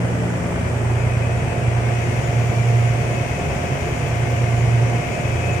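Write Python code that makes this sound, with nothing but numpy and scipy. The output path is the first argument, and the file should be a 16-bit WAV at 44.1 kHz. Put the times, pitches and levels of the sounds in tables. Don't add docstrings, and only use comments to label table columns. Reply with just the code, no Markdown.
import sys
import numpy as np
from scipy import signal
from scipy.fft import rfft, irfft
from scipy.io import wavfile
from scipy.ndimage import uniform_filter1d

SR = 44100
rng = np.random.default_rng(int(sys.argv[2]) if len(sys.argv) > 2 else 0)


def wav_out(sig):
    wavfile.write(sys.argv[1], SR, np.round(np.clip(np.atleast_2d(sig).T, -1, 1) * 32767).astype(np.int16))


N = 246959
TIME = np.arange(N) / SR
FREQS_HZ = np.fft.rfftfreq(N, 1 / SR)

# time in seconds, engine cycles per second.
ENGINE_SPEED = [(0, 9.785), (.9, 9.778), (1.5, 9.815), (2, 9.812), (2.6, 9.79), (3.35, 9.826), (3.85, 9.77),
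                (4.4, 9.78), (5.6, 9.825)]
# time in seconds, relative level in dB.
DRONE_SWELL = [(0.0, -20), (0.33, -22.5), (0.39, -33), (.6, -28), (0.87, -19), (1.34, -20), (1.51, -31),
               (1.67, -18.5), (2.2, -20.5), (2.28, -24), (2.36, -17), (2.55, -18), (2.75, -13.5),
               (2.9, -15.5), (2.97, -21), (3.2, -22), (3.55, -42), (3.85, -35), (4.13, -23.5), (4.4, -21),
               (4.76, -13), (4.93, -19), (5.0, -29), (5.21, -35), (5.3, -21), (5.46, -26.5), (5.55, -24),
               (5.6, -28)]
# time in seconds, relative level in dB.
BOOM_SWELL = [(0, -46), (.43, -31), (.72, -25), (1.45, -27.5), (2, -38), (2.85, -46), (3.13, -40),
              (4.6, -29), (4.99, -52), (5.4, -25), (5.6, -22)]
# multiple of the cycle rate, left and right base
# level in dB, flutter in dB, extra dB before the change, middle and length of the change in seconds.
CHANGING_TONES = [(13, -42, -38, 3, -10, 1.7, .5), (18, -44, -48, .6, 18, .85, .55),
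                  (24, -49, -46, 1.5, 8, .9, .5), (26, -45, -43, 1.5, 2, .9, .5),
                  (30, -55, -53, 1.5, 11, .5, .4), (72, -47.5, -31.5, 1.3, -12, 1.2, 1.3)]
# multiple of the cycle rate, left and right base level in dB.
STEADY_TONES = [(6, -45, -45), (11, -50, -46), (16, -48, -45), (20, -46, -43), (22, -48, -44),
                (23, -52, -48), (42, -52, -48), (54, -50, -50), (56, -48, -52), (63, -48, -50),
                (68, -54, -47)]
# place in the cycle from 0 to 1, pitch in Hz, base peak level in dB.
HARD_BLOWS = [(.985, 108, -19), (.205, 112, -22.5), (.44, 135, -21.5)]
# time in seconds, gain in dB.
BLOW_STRENGTH = [(0, -7), (.5, -6), (.8, -2.5), (1.4, -0.5), (2.8, -2), (3.4, 1), (3.8, -4), (4.2, -2.5),
                 (5.1, -3), (5.6, -3.5)]
# frequency in Hz, left and right base level in dB per Hz.
HULL_SPECTRUM = [(20, -61, -59), (40.4, -74, -76), (56, -49.5, -50.5), (75.4, -46.5, -52),
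                 (91.5, -50, -51.5), (144.3, -46.5, -41.5), (170, -48.5, -64), (209, -63, -51.5),
                 (339, -56, -64.5), (344, -51.5, -51.5), (396, -58.5, -56.5), (680, -55, -56.5),
                 (732, -60.5, -58.5), (1070, -64, -64.5)]
# low edge in Hz, high edge in Hz.
GROWL_BANDS = [(300, 390), (390, 490), (490, 600), (600, 680)]
# time in seconds, gain in dB.
DEEP_SWELL = [(0, -5), (1.2, 3), (2.2, -5), (3, 0), (4, 3), (4.7, -1), (5.3, 4)]
# time in seconds, left and right push
# in dB (only part of the push takes effect).
GROWL_SWING = [(0, 16, 14), (.8, -2, -5), (1.35, 4, 12), (2, 8, -4), (3.5, 4, 1), (4.6, 3, 0), (5.6, 10, 6)]
# frequency in Hz, left and right base level in dB per Hz.
BLOCK_SPECTRUM = [(1200, -66, -66.5), (1480, -65.5, -68), (1910, -63, -68.5), (1780, -60, -64),
                  (2190, -67, -76), (2420, -59.5, -75.5), (2650, -65, -78), (3020, -68.5, -73),
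                  (3390, -74, -80), (4020, -80, -84.5)]
# pitch in Hz, width in Hz, boost in dB.
ENGINE_PANELS = [(1536, 11, 8.5), (2070, 155, 5.5), (2214, 66, 8), (2610, 39, 4.5), (2810, 98, 3),
                 (3310, 46, 5)]
# time in seconds, gain on the left in dB.
TREBLE_OPENING = [(0, -6), (.45, -7.5), (.6, -5.5), (.85, -7), (1.02, -4), (1.6, -3.5), (2, -1.5),
                  (5.6, -1)]
# pitch in Hz, width of the ring in Hz, relative level in dB.
LOOSE_FITTINGS = [(863, 54, 5), (976, 52, -3), (1430, 80, 0), (1500, 56, -2.5), (1970, 60, -9),
                  (2070, 60, -13), (2470, 100, -4)]
# time in seconds, relative level in dB.
RATTLE_FADE = [(0, -41.5), (.7, -42.5), (1.3, -42), (2.1, -50), (5.6, -58)]
# multiple of the rate at which teeth meet, left and right base level in dB.
LOUD_GEAR_TONES = [(11, -44.5, -57), (12, -45, -57), (13, -44, -56)]
# multiple of that same rate, left and right base level in dB.
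FAINT_GEAR_TONES = [(6, -57, -53), (23, -61, -68), (24, -65, -69), (26, -63, -65), (27, -60, -67),
                    (29, -55, -64), (30, -57, -64), (31, -59, -70)]
# time in seconds, then a gain in dB for each of the three.
GEAR_SWELLS = [(0, -18, -16, -14), (.45, -1, -4, -14), (.62, -3, 7, -8), (.85, -6, -8, -1),
               (1.02, 3, 5.5, 3.5), (1.5, -7, -4, 5), (1.78, 3, 5.5, -7), (2, 7.5, -4, 3),
               (2.55, -2, 8, -9), (3, 6.5, -13, 2.5), (3.5, 0, 0, 6.5), (4.25, 5, 3, -4), (4.7, 4.5, -2, 4),
               (5.05, 6, 6, 5.5), (5.6, 2, 6, 11.5)]
# multiple of the shaft pitch, left and right base level in dB.
TURBO_TONES = [(1, -69, -74), (2, -52, -57.5), (3, -65, -63), (4, -64, -71)]
# time in seconds, then a gain in dB for each of the four.
TURBO_SWELLS = [(0, 3, -6, -3, -14), (.7, 3, 0, -1, -10), (1.75, -5, -2, 4, -10), (2, 7, -1, -1, 0),
                (2.25, 10, 2.5, -2, -1), (2.85, 8, 5, 1, 0), (3.2, 7, -1, -3, 2), (3.8, 7, 2, -7, 2),
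                (4.3, 4, 0, -3, 4), (4.9, -4, -2, -2, -4), (5.2, -3, 3, -11, -2), (5.6, 0, 4, -5, -2)]
# frequency in Hz, left and right base level in dB per Hz.
AIR_SPECTRUM = [(4140, -79, -87), (5370, -77, -85.5), (6300, -74.5, -83), (6960, -75.5, -81),
                (7600, -93, -78.5), (8370, -82, -76.5), (9160, -114, -82), (10200, -84, -87.5),
                (11000, -92.5, -92.5), (13000, -94, -94), (15000, -89.5, -106.0)]
# frequency in Hz, likeness (1 same, 0 unrelated).
STEREO_LIKENESS = [(20, 1), (70, 0.86), (140, 1), (280, 0.71), (500, 0.78), (900, 0.061), (1500, -0.12),
                   (15000, -0.18)]


def exhaust(cycles, drone_multiple=12, boom_multiple=9, waver_db=4):
    drone = np.sqrt(2) * np.sin(2 * np.pi * cycles * drone_multiple)
    boom = np.sqrt(2) * np.cos(2 * np.pi * cycles * boom_multiple)
    out = amp(drone_db() + np.array([[-1.4], [1.5]])) * drone
    out += amp(curves(BOOM_SWELL) - 4.5) * boom
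    for multiple, left_db, right_db, flutter_db, extra_db, change_s, fade_s in CHANGING_TONES:
        line = unit_level(amp(flutter_db * wander(11))) * tone(multiple * cycles)
        out += amp([[left_db], [right_db]]) * amp(extra_db * before(change_s, fade_s)) * line
    for multiple, *side_db in STEADY_TONES:
        waver = amp(waver_db * wander(4))
        line = tone(multiple * cycles + .0025 * multiple * wander(4))
        out += amp(side_db)[:, None] * unit_level(waver * line)
    return out


def knocks(cycles, rise_s=.005, spread_db=1.5):
    out, cycle_hz = np.zeros(N), curves(ENGINE_SPEED)[0]
    for place, hz, peak_db in HARD_BLOWS:
        blow_count = cycles - place + 2
        age_s = blow_count % 1 / cycle_hz
        blow_db = peak_db + spread_db * rng.standard_normal(int(blow_count[-1]) + 1)
        rise = age_s / rise_s
        envelope = (rise * np.exp(1 - rise)) ** 2
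        out += amp(blow_db[blow_count.astype(int)]) * envelope * np.sin(2 * np.pi * hz * age_s)
    return out * amp(curves(BLOW_STRENGTH))


def hull_rumble(cycles, churn_db=.33):
    drive = shaking(cycles, repeat_share=.14) * firing(cycles, depth=.11, uneven_db=2.5)
    body = shape_noise(drive, HULL_SPECTRUM, 13, 1120) * amp(.68 * wander(14))
    for low_hz, high_hz in GROWL_BANDS:
        body = lift(body, churn_db * wander(6.9), low_hz, high_hz)
    body = lift(body, curves(DEEP_SWELL), 10, 62)
    body = lift(body, -4 * before(1.34, fade_s=.8), 100, 220)
    return lift(body, curves(GROWL_SWING), 515, 453)


def block_clatter(cycles, throb=.094):
    drive = shaking(cycles, repeat_share=.21) * firing(cycles, depth=.17, uneven_db=5.5)
    drive *= 1 + throb * np.sin(2 * np.pi * cycles)
    block = shape_noise(drive, BLOCK_SPECTRUM, 1104, 5100)
    panel_db = sum(db / (1 + (2 * (FREQS_HZ - hz) / width) ** 2) for hz, width, db in ENGINE_PANELS)
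    ringing = irfft(rfft(block) * amp(panel_db), N)
    treble_db = curves(TREBLE_OPENING) * np.array([[1], [.1]])
    return lift(ringing, treble_db, 2020, 8900)


def rattle(cycles, spread_db=5, skip_chance=.5):
    firings = np.flatnonzero(np.diff(np.floor(cycles * 6)))
    age_s, out = TIME[:SR // 8], np.zeros((2, N))
    for hz, width, db in LOOSE_FITTINGS:
        taps = np.zeros(N)
        at = np.minimum(firings + rng.integers(0, SR // 200, len(firings)), N - 1)
        taps[at] = amp(spread_db * rng.standard_normal(len(at))) * (rng.random(len(at)) > skip_chance)
        ring = np.exp(-np.pi * width * age_s) * np.array([tone(hz * age_s), tone(hz * age_s)])
        out += amp(db) * unit_level(signal.oaconvolve(taps[None], ring)[:, :N])
    out = unit_level(irfft(rfft(out) * band(700, 2800), N))
    return out * amp(curves(RATTLE_FADE) + np.array([[1.5], [-3]]))


def gear_whine(cycles, teeth_per_cycle=20, flicker_db=2.6):
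    meetings = teeth_per_cycle * cycles + .008 * wander(8)
    out = np.zeros((2, N))
    swells_db = list(curves(GEAR_SWELLS)) + [0] * len(FAINT_GEAR_TONES)
    for (multiple, *side_db), swell_db in zip(LOUD_GEAR_TONES + FAINT_GEAR_TONES, swells_db):
        slack = multiple * (.0095 * wander(20) + .005 * wander(70))
        line = amp(flicker_db * wander(14)) * tone(multiple * meetings + slack)
        out += amp(side_db)[:, None] * amp(swell_db) * unit_level(line)
    return out


def turbo_whistle(shaft_hz=3424, drift_hz=5, fray_hz=10, slow_waver_db=2.2, flicker_db=4):
    turns = np.cumsum(shaft_hz + drift_hz * wander(3) + fray_hz * wander(60)) / SR
    out = np.zeros((2, N))
    for (multiple, *side_db), swell_db in zip(TURBO_TONES, curves(TURBO_SWELLS)):
        waver_db = slow_waver_db * np.tanh(wander(5.4)) + flicker_db * wander(17)
        line = unit_level(amp(waver_db) * tone(multiple * turns))
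        out += amp(side_db)[:, None] * amp(swell_db) * line
    return out * amp(-2.3)


def intake_hiss():
    return shape_noise(rng.standard_normal((2, N)), AIR_SPECTRUM, 4860, 17000)


def shaking(cycles, repeat_share):
    cycle_samples = round(SR * TIME[-1] / cycles[-1])
    pattern = signal.resample(rng.standard_normal((2, cycle_samples)), cycle_samples * 8, axis=1)
    alike = pattern[:, (cycles % 1 * pattern.shape[1]).astype(int)]
    return np.sqrt(repeat_share) * alike + np.sqrt(1 - repeat_share) * rng.standard_normal((2, N))


def firing(cycles, depth, uneven_db, cylinders=6):
    blows = cycles * cylinders
    cylinder_db = uneven_db * unit_level(rng.standard_normal(cylinders))
    strength = amp(cylinder_db[blows.astype(int) % cylinders])
    return 1 + depth * strength * np.sin(np.pi * np.sqrt(blows % 1)) ** 2


def drone_db():
    return uniform_filter1d(curves(DRONE_SWELL), size=2000) - 1.7


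def amp(db):
    return 10 ** (np.asarray(db) / 20)


def unit_level(x):
    return x / np.sqrt(np.mean(x ** 2, axis=-1, keepdims=True) + 1e-20)


def curves(rows):
    seconds, *columns = np.transpose(rows)
    return np.array([np.interp(TIME, seconds, c) for c in columns])


def spectra(rows):
    hz, *columns = np.transpose(rows)
    return np.array([np.interp(np.log(FREQS_HZ + 1), np.log(hz + 1), c) for c in columns])


def before(change_s, fade_s):
    return np.clip(.5 + (change_s - TIME) / fade_s, 0, 1)


def wander(rate_hz):
    return unit_level(irfft(rfft(rng.standard_normal(N)) / (1 + (FREQS_HZ / rate_hz) ** 4), N))


def tone(turns):
    return np.sqrt(2) * np.sin(2 * np.pi * (turns + rng.random()))


def band(low_hz, high_hz):
    return 1 / np.sqrt((1 + (low_hz / (FREQS_HZ + 1)) ** 24) * (1 + (FREQS_HZ / high_hz) ** 24))


def lift(x, db, low_hz, high_hz):
    return x + (amp(db) - 1) * irfft(rfft(x) * band(low_hz, high_hz), N)


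def shape_noise(white, table, low_hz, high_hz):
    left, other = rfft(unit_level(white))
    likeness = spectra(STEREO_LIKENESS)[0]
    pair = np.array([left, likeness * left + np.sqrt(1 - likeness ** 2) * other])
    return irfft(pair * band(low_hz, high_hz) * amp(spectra(table)), N) * np.sqrt(SR / 2)


def scene():
    cycles = np.cumsum(curves(ENGINE_SPEED)[0]) / SR
    cycles -= np.interp(.045, TIME, cycles)
    swell_db = drone_db() - drone_db().mean()
    hull = hull_rumble(cycles) * amp(-.023 * swell_db)
    hollow_db = 6.5 * before(1.2, fade_s=1.8) ** 2 - .046 * swell_db
    low = lift(exhaust(cycles) + knocks(cycles) + hull, hollow_db, 274, 273)
    dull_db = before(1.88, fade_s=.36) * np.array([[-4.5], [0]])
    high = lift(intake_hiss() + gear_whine(cycles) + turbo_whistle(), dull_db, 4400, 20000)
    return low + block_clatter(cycles) + rattle(cycles) + high


def record(dry):
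    soft = dry * signal.windows.tukey(N, .001)
    low_pass = signal.firwin(511, 15400, window=("kaiser", 9), fs=SR)
    return signal.oaconvolve(soft, low_pass[None], "same")


dry = scene()
out = record(dry)
wav_out(out)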